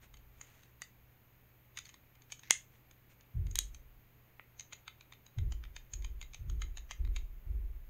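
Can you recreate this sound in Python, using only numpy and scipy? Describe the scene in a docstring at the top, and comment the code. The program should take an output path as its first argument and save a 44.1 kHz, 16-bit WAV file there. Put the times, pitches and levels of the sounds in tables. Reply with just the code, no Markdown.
"""Fingers rub a rubber handle over faint room air and mains hum, close by in a small quiet room.
Steel parts of a ratcheting screwdriver tick, and its extension snaps home. Amid short rasps a bit
snaps in, the direction collar clicks over, and the wiggled shaft ticks in its play.
Each impact excites the damped modes of the tool, and rubbing is a train of tiny slips.
Dull bumps boom through the low resonances of the table."""
import sys
import numpy as np
from scipy import signal
from scipy.fft import rfft, irfft, next_fast_len
from scipy.io import wavfile
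from scipy.ndimage import uniform_filter1d

SR = 44100
rng = np.random.default_rng(int(sys.argv[2]) if len(sys.argv) > 2 else 0)


def wav_record(signal):
    """Record a signal, one row per channel, as 16-bit PCM in the file named by sys.argv[1]."""
    frames = np.transpose(np.atleast_2d(signal))
    bounded = np.clip(frames, -1, 1)
    # unit amplitude maps onto the largest positive 16-bit level
    quanta = np.round(bounded * 32767).astype(np.int16)
    wavfile.write(sys.argv[1], SR, quanta)


N = 347949
TIME = np.arange(N) / SR


def from_db(db):
    """Amplitude ratio of a level in decibels."""
    return 10 ** (np.asarray(db) / 20)


def unit_rms(x):
    """Normalisation to a mean power of 1."""
    return x / np.sqrt(np.mean(x ** 2) + 1e-20)


def unit_energy(x):
    """Normalisation to a total energy of 1."""
    return x / np.sqrt(np.sum(x ** 2) + 1e-20)


def add(out, start_s, sound):
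    """Superposition: a sound adds to the mix from its start time."""
    start = int(np.clip(round(start_s * SR), 0, N - 1))
    out[start:start + len(sound)] += sound[:N - start]


def coloured(x, points):
    """Spectral shaping: gain is interpolated over log frequency between (frequency_hz, gain_db) points."""
    hz, db = np.transpose(points)
    bins_hz = np.maximum(np.fft.rfftfreq(len(x), 1 / SR), 1)
    gain = from_db(np.interp(np.log(bins_hz), np.log(hz), db))
    return irfft(rfft(x) * gain, len(x))


def noise(points):
    """Stationary Gaussian noise with a shaped spectrum and an rms of 1."""
    return unit_rms(coloured(rng.standard_normal(next_fast_len(N)), points)[:N])


def lowpass(x, cutoff_hz, order):
    """Butterworth filtering: the spectrum rolls off above the cutoff."""
    return signal.sosfilt(signal.butter(order, cutoff_hz, fs=SR, output="sos"), x)


def resonate(x, hz, width_hz):
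    """A damped oscillator with unit peak gain: the wider its band, the faster it decays."""
    radius = np.exp(-np.pi * width_hz / SR)
    feedback = [1, -2 * radius * np.cos(2 * np.pi * hz / SR), radius ** 2]
    return signal.lfilter(np.array([1, 0, -1]) * (1 - radius ** 2) / 2, feedback, x)


def resonant_noise(hz, width_hz):
    """Random excitation: white noise drives two equal resonators in series."""
    return resonate(resonate(rng.standard_normal(N), hz, width_hz), hz, width_hz)


def grain_bursts(bursts, spectrum, grains_per_s, spread_db, taper):
    """Shot noise: tiny impulses of uneven size at random moments, under each burst's envelope."""
    envelope = np.zeros(N)
    for start_s, length_s, level_db in bursts:
        window = signal.windows.tukey(max(int(length_s * SR), 2), taper)
        add(envelope, start_s, from_db(level_db) * window)
    size = next_fast_len(N)
    onsets = rng.random(size) < grains_per_s / SR
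    grains = onsets * rng.standard_normal(size) * from_db(spread_db * rng.standard_normal(size))
    return envelope * unit_rms(coloured(grains, spectrum)[:N])


# Spectra of room air and of microphone hiss: frequency_hz, relative_density_db
AIR_SPECTRUM = [(20, -6), (60, 0), (100, -5), (250, -13), (700, -19), (1500, -22), (2300, -20), (3500, -29),
                (5400, -37), (7700, -43), (9500, -36), (11000, -41), (16000, -50)]
HISS_SPECTRUM = [(10700, -38), (11500, -17), (12200, -5), (14000, -6), (15650, -6.5), (15950, -31.5)]


def background(air_db=-66.5, hiss_db=-73.5, hum_hz=120.8, hum_db=-69, port_db=-88):
    """The noise floor: broadband air and hiss, a mains tone and the resonance of the microphone port."""
    port = from_db(port_db) * unit_rms(resonant_noise(hz=6620, width_hz=800))
    hum = from_db(hum_db) * np.sqrt(2) * np.sin(2 * np.pi * hum_hz * TIME)
    air = from_db(air_db) * noise(AIR_SPECTRUM)
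    hiss = from_db(hiss_db) * noise(HISS_SPECTRUM)
    return air + hiss + hum + port


# Fingers shifting on the handle: start_s, length_s, level_db
GRIP_RUBS = [(0, 0.077, -63), (0.244, 0.55, -68.5), (2.676, 0.14, -73.5), (3.081, 0.073, -67)]
# Spectrum of skin on rubber: frequency_hz, relative_density_db
GRIP_SPECTRUM = [(300, 8), (1000, 5.5), (2400, 9.5), (4000, 1), (5400, -4), (6600, 6), (7800, -7),
                 (9500, -3), (15000, -53)]


def grip_rubs():
    """Friction of skin on rubber: dense slips merge into a rustle that swells and fades."""
    return grain_bursts(GRIP_RUBS, GRIP_SPECTRUM, grains_per_s=16000, spread_db=5, taper=1)


# Soft blows on the table: start_s, swell_s, level_db, firmness_db
TABLE_BUMPS = [(.04, 0.077, -63, 4), (3.339, 0.062, -45, 22), (5.363, 0.051, -41, 15.5),
               (5.926, 0.052, -40.5, -2.5), (6.375, 0.083, -48.5, 12), (6.458, 0.052, -39, 3.5),
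               (6.98, .045, -32.5, -7), (7.453, 0.055, -37, -2)]
# Bands of crowded table modes: centre_hz, width_hz, swell_ratio, gain_db, gain_db_per_firmness_db
TABLE_BANDS = [(24, 14.4, 2.5, -5.5, 0.0435), (45.75, 23, 1.56, 2, 0.233), (83.2, 49.6, 0.73, -11.5, 1.0),
               (287, 480, 1.59, -28, 0.3457)]


def table_bumps(top_widths=1.93, ceiling_hz=397):
    """Modal overlap: crowded modes boom as bands of noise; a firmer blow favours the higher bands."""
    out = np.zeros(N)
    for hz, width_hz, swell_ratio, band_db, firmness_slope in TABLE_BANDS:
        top_hz = min(hz + top_widths * width_hz, ceiling_hz)   # a padded blow has no treble
        vibration = lowpass(resonant_noise(hz, width_hz), top_hz, order=8)
        running_rms = np.sqrt(np.abs(uniform_filter1d(vibration ** 2, size=3000)) + 1e-20)
        power = np.zeros(N)
        for start_s, swell_s, level_db, firmness_db in TABLE_BUMPS:
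            age = TIME[:SR] / (swell_s * swell_ratio)
            peak = from_db(level_db + band_db + firmness_slope * firmness_db)
            add(power, start_s, (peak * age * np.exp(1 - age)) ** 2)
        out += vibration / running_rms * np.sqrt(power)
    return out


# Modes of the tool in five ascending ranges: pitch_hz, width_hz, relative_db
LOW_MODES = [(834, 1000, -7.5), (1320, 270, -7), (1764, 500, -5.5), (2045, 460, -2.5), (2444, 320, -2.5)]
MIDDLE_MODES = [(3178, 200, -3.5), (3620, 140, -5), (3900, 550, -3), (4540, 76, -12.5), (4850, 240, -12.5)]
BRIGHT_MODES = [(5700, 350, -20.5), (6287, 450, -4), (6460, 490, 5.5), (7110, 300, -14)]
TOP_MODES = [(8560, 710, -2.5), (9030, 700, -3), (9850, 540, -9.5)]
CRACK_MODES = [(11900, 710, -6.5), (14100, 2000, -13.5)]
# Passband of each range: lower_hz, upper_hz
RANGE_EDGES = [(680, 2800), (2500, 5400), (5600, 7500), (7600, 10800), (11500, 16000)]


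def tool_impact(range_db, chatter, chatter_s, loss_factor=0, vary_db=0, detune=0):
    """Modal response to an impulse and brief chatter; grip and contact point can vary the modes."""
    t = TIME[:SR // 20]
    force = chatter * unit_energy(rng.standard_normal(len(t)) * t * np.exp(-t / chatter_s))
    force[0] += 1
    out = 0
    ranges = (LOW_MODES, MIDDLE_MODES, BRIGHT_MODES, TOP_MODES, CRACK_MODES)
    for modes, edges_hz, level_db in zip(ranges, RANGE_EDGES, range_db):
        ring = 0
        for k, (hz, width_hz, mode_db) in enumerate(modes):
            mode = resonate(force, hz * (1 + detune * rng.normal()), width_hz + loss_factor * hz)
            polarity = (-1) ** k   # neighbouring modes swing opposite ways
            ring += polarity * from_db(mode_db + vary_db * rng.normal()) * unit_energy(mode)
        ring = signal.sosfilt(signal.butter(2, edges_hz, "band", fs=SR, output="sos"), ring)
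        out += from_db(level_db) * unit_energy(ring)
    return out


# Light contacts of bit, shaft and pawl: start_s, relative_db, hardness_db, rebound_delay_s
LIGHT_CONTACTS = [(0.1401, -62, -2.5, .002), (.412, -61, 10, .002), (.8195, -52, -3, .002),
                  (1.7724, -46.5, -2, .004), (1.787, -48.5, 1.5, .002), (1.854, -61.5, 2.5, .009),
                  (1.891, -60, 1, .0056), (1.941, -60, -2.5, .002), (2.153, -69.5, -5, .002),
                  (2.3023, -64, -12, .003), (2.321, -46.5, 1, .004), (2.393, -63, 4, .002),
                  (2.433, -59, -6.5, .002), (3.467, -62, -3, .002), (3.5114, -67, 12, .002),
                  (3.746, -58.5, 3.5, .002), (4.596, -51.5, 6, .011), (4.724, -53.5, -6, .002),
                  (4.7307, -50, 1.5, .002), (4.8783, -46.5, -9.5, .002), (5.009, -59, -5.5, .002),
                  (5.123, -54.5, -7, .011), (5.264, -63, 0.5, .002), (5.3849, -53.5, -6, .002),
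                  (5.5216, -53, 0, .002), (5.638, -54.5, -12, .013), (5.7636, -49, -2.5, .002),
                  (5.9357, -53, 8.5, .002), (6.0225, -63, -1, .002), (6.0453, -51, -1, .002),
                  (6.2138, -49.5, -2.5, .0126), (6.3344, -58, -2, .002), (6.3447, -51.5, -1, .002),
                  (6.4976, -55.5, 0.5, .002), (6.6182, -46, -1, .0035), (6.772, -50, 1, .0084),
                  (6.91, -44.5, -2.5, .0054), (7.049, -59.5, -10.5, .025), (7.1622, -45.5, -3.5, .004)]
# Spans in which the tool is moved about: start_s, end_s
RATTLE_SPANS = [(0, .6), (1.85, 2.3), (2.65, 3.0)]


def contacts(rebound_db=-6, rattles_per_s=3.1, rattle_db=-66, spread_db=3):
    """Elastic rebound doubles each listed contact; loose parts also rattle at random as the tool moves."""
    for start_s, level_db, hardness_db, rebound_delay_s in LIGHT_CONTACTS:
        yield start_s, level_db, hardness_db
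        yield start_s + rebound_delay_s, level_db + rebound_db, hardness_db
    for start_s, end_s in RATTLE_SPANS:
        for slot_s in np.arange(start_s, end_s, 1 / rattles_per_s):
            yield slot_s + rng.random() / rattles_per_s, rattle_db + spread_db * rng.normal(), 0


# Response of each range to a light contact: offset_db, gain_db_per_hardness_db
CONTACT_RESPONSE = [(1, -0.16), (1, 0.11), (0.5, 1.19), (-8.5, .5), (-14.5, .5)]
# Modes of the extension: pitch_hz, width_hz, gain_db
EXTENSION_MODES = [(2102, 39, 1.5), (2307, 35, -5.5), (3040, 50, -4), (3740, 35, -5.5), (3877, 60, -4),
                   (6630, 640, -6.5)]


def ticks(gain_db=21, slide_db=-14, slide_s=0.01, ring_db=3.0, held_s=(4.5, 7.3), held_db=-7):
    """Backlash: parts slide across their play, collide and ring the extension; harder is brighter."""
    out = np.zeros(N)
    t = TIME[:SR // 25]
    offset_db, hardness_slope = np.transpose(CONTACT_RESPONSE)
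    for start_s, level_db, hardness_db in contacts():
        range_db = level_db + offset_db + hardness_slope * hardness_db
        if held_s[0] < start_s < held_s[1]:
            range_db[-2:] += held_db   # fingers wiggling the bit damp the two highest ranges
        tick = tool_impact(range_db, chatter=1.3, chatter_s=0.00081, vary_db=4.0, detune=.002)
        slide = unit_energy(rng.standard_normal(len(t)) * np.exp((t - t[-1]) / slide_s))
        add(out, start_s - t[-1], from_db(slide_db) * signal.fftconvolve(slide, tick))
        add(out, start_s, tick)
    extension = sum(from_db(db) * resonate(out, hz, width_hz) for hz, width_hz, db in EXTENSION_MODES)
    return from_db(gain_db) * (out + from_db(ring_db) * extension)


# Fingertips landing on the handle: start_s, energy_db
FINGER_TAPS = [(.412, -29.5), (3.202, -47), (4.3961, -24.5)]
# Modes of the handle: pitch_hz, width_hz, relative_db
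HANDLE_MODES = [(840, 2100, 3.5), (1400, 170, 8), (1890, 480, 6), (2380, 1800, 7.5)]


def finger_taps(cutoff_hz=2600):
    """Compliant contact: a soft fingertip spreads its force in time and excites only low modes."""
    out = np.zeros(N)
    force = lowpass(signal.unit_impulse(SR // 20), cutoff_hz, order=4)
    ring = 0
    for k, (hz, width_hz, mode_db) in enumerate(HANDLE_MODES):
        ring += (-1) ** k * from_db(mode_db) * resonate(force, hz, width_hz)
    for start_s, energy_db in FINGER_TAPS:
        add(out, start_s, from_db(energy_db) * unit_energy(ring))
    return out


# Steel squeaking on steel: start_s, length_s, pitch_hz, level_db
STEEL_SQUEAKS = [(0.809, 0.043, 4650, -64), (1.849, 0.014, 4380, -60.5)]


def squeaks(width_hz=90):
    """Stick-slip friction briefly drives one narrow resonance."""
    out = np.zeros(N)
    for start_s, length_s, pitch_hz, level_db in STEEL_SQUEAKS:
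        size = max(int(length_s * SR), 8)
        squeak = unit_rms(resonate(rng.standard_normal(size), pitch_hz, width_hz))
        add(out, start_s, from_db(level_db) * squeak * signal.windows.tukey(size, .5))
    return out


# Modes of the steel shaft: pitch_hz, relative_db, t60_s
SHAFT_MODES = [(1800, 15.5, 0.01142), (3382, 21, 0.019), (2066, 2, 0.12), (3405, -16, .22), (4360, -13, .2),
               (5060, -14, 0.19), (6400, 3.5, 0.24), (7115, -8.5, 0.237), (8306, -13.5, .18),
               (9800, -12, 0.19), (9620, -6.5, .16), (10000, -14.5, .16)]


def shaft_ring(swell_s=0.001):
    """Free vibration after a blow: strong bending modes die quickly and leave a faint, longer ring."""
    t = TIME[:SR // 3]
    ring = sum(from_db(db - 60 * t / t60_s) * np.sin(2 * np.pi * hz * t) for hz, db, t60_s in SHAFT_MODES)
    return unit_energy(ring * (1 - np.exp(-t / swell_s)))


# The extension, the bit and twice the collar snapping home: start_s, relative_db, ping_hz,
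# then offsets from that level: ping_db, low_db, middle_db, bright_db, top_db, crack_db
SPRUNG_SNAPS = [(0.8191, -39, 1970, -9, -27, -26, -9, -17, -24),
                (2.508, -13.5, 2095, -15.5, -22, -17.5, -9.5, -18, -30),
                (3.5562, -28.5, 3840, -15.5, -25.5, -16, -12, -17, -19),
                (3.5887, -21, 3880, -16.5, -29.5, -17.5, -10, -17, -20)]


def snaps(gain_db=27.0, ping_t60_s=.02, knock_db=-11, ring_db=-6):
    """Impulsive excitation: a sprung part seats and pings, the handle knocks and the shaft rings on."""
    out = np.zeros(N)
    t = TIME[:SR // 20]
    knock = resonate(signal.unit_impulse(len(t)), hz=320, width_hz=1100)
    knock = unit_energy(lowpass(knock, cutoff_hz=2500, order=2))
    for start_s, level_db, ping_hz, ping_db, *offsets_db in SPRUNG_SNAPS:
        range_db = level_db + np.array(offsets_db)
        ping = unit_energy(np.sin(2 * np.pi * ping_hz * t) * from_db(-60 * t / ping_t60_s))
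        add(out, start_s, tool_impact(range_db, chatter=.2, chatter_s=.0004, loss_factor=.03))
        add(out, start_s, from_db(level_db + ping_db) * ping)
        add(out, start_s, from_db(range_db[0] + knock_db) * knock)
        add(out, start_s, from_db(range_db[0] + ring_db) * shaft_ring())
    return from_db(gain_db) * out


# Short gritty rasps, and a faint rush of noise just before the loud snap: start_s, length_s, level_db
RASPS = [(1.770, .014, -48), (1.845, .07, -66), (2.42, .08, -64), (2.497, .009, -47), (2.5035, .005, -35),
         (3.552, .014, -48), (3.583, .006, -42), (6.89, .02, -61)]
# Their spectrum: frequency_hz, relative_density_db
RASP_SPECTRUM = [(300, -42), (1100, -23.5), (1900, -1.5), (3300, -14.5), (5400, -15), (6600, -9.5),
                 (7800, -30.5), (10500, -38.5), (15000, -27.5)]


def rasps():
    """Sparse shot noise: short gritty rasps, and a faint rush just before the loud snap."""
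    return grain_bursts(RASPS, RASP_SPECTRUM, grains_per_s=3000, spread_db=3, taper=.5)


# Spectrum of the room's reflections: frequency_hz, relative_db
ROOM_SPECTRUM = [(150, -7.5), (900, -12), (2100, 2), (3500, 0), (5200, -4), (6700, 0), (9500, -4),
                 (12000, -12.5), (16000, -14)]


def room(x, build_s=0.0063, t60_s=0.206):
    """Reverberation: dense reflections build up within milliseconds and decay exponentially."""
    t = TIME[:SR // 2]
    reflections = coloured(rng.standard_normal(len(t)), ROOM_SPECTRUM)
    envelope = from_db(-60 * t / t60_s) * (1 - np.exp(-(t / build_s) ** 2))
    return signal.fftconvolve(x, unit_energy(reflections * envelope))[:N]


def scene(light_room_db=-14, hard_room_db=-16):
    """Superposition of the tool's direct sound, its reflections, the table and the noise floor."""
    light = ticks() + rasps() + squeaks() + finger_taps() + grip_rubs()
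    hard = snaps()
    reflections = room(from_db(hard_room_db) * hard + from_db(light_room_db) * light)
    return (light + hard + reflections + table_bumps() + background())[None]


def record(dry, cutoff_hz=16200):
    """Band limiting: a steep elliptic low-pass filter removes the highest treble."""
    return signal.sosfilt(signal.ellip(10, .1, 80, cutoff_hz, fs=SR, output="sos"), dry)


dry = scene()
out = record(dry)
wav_record(out)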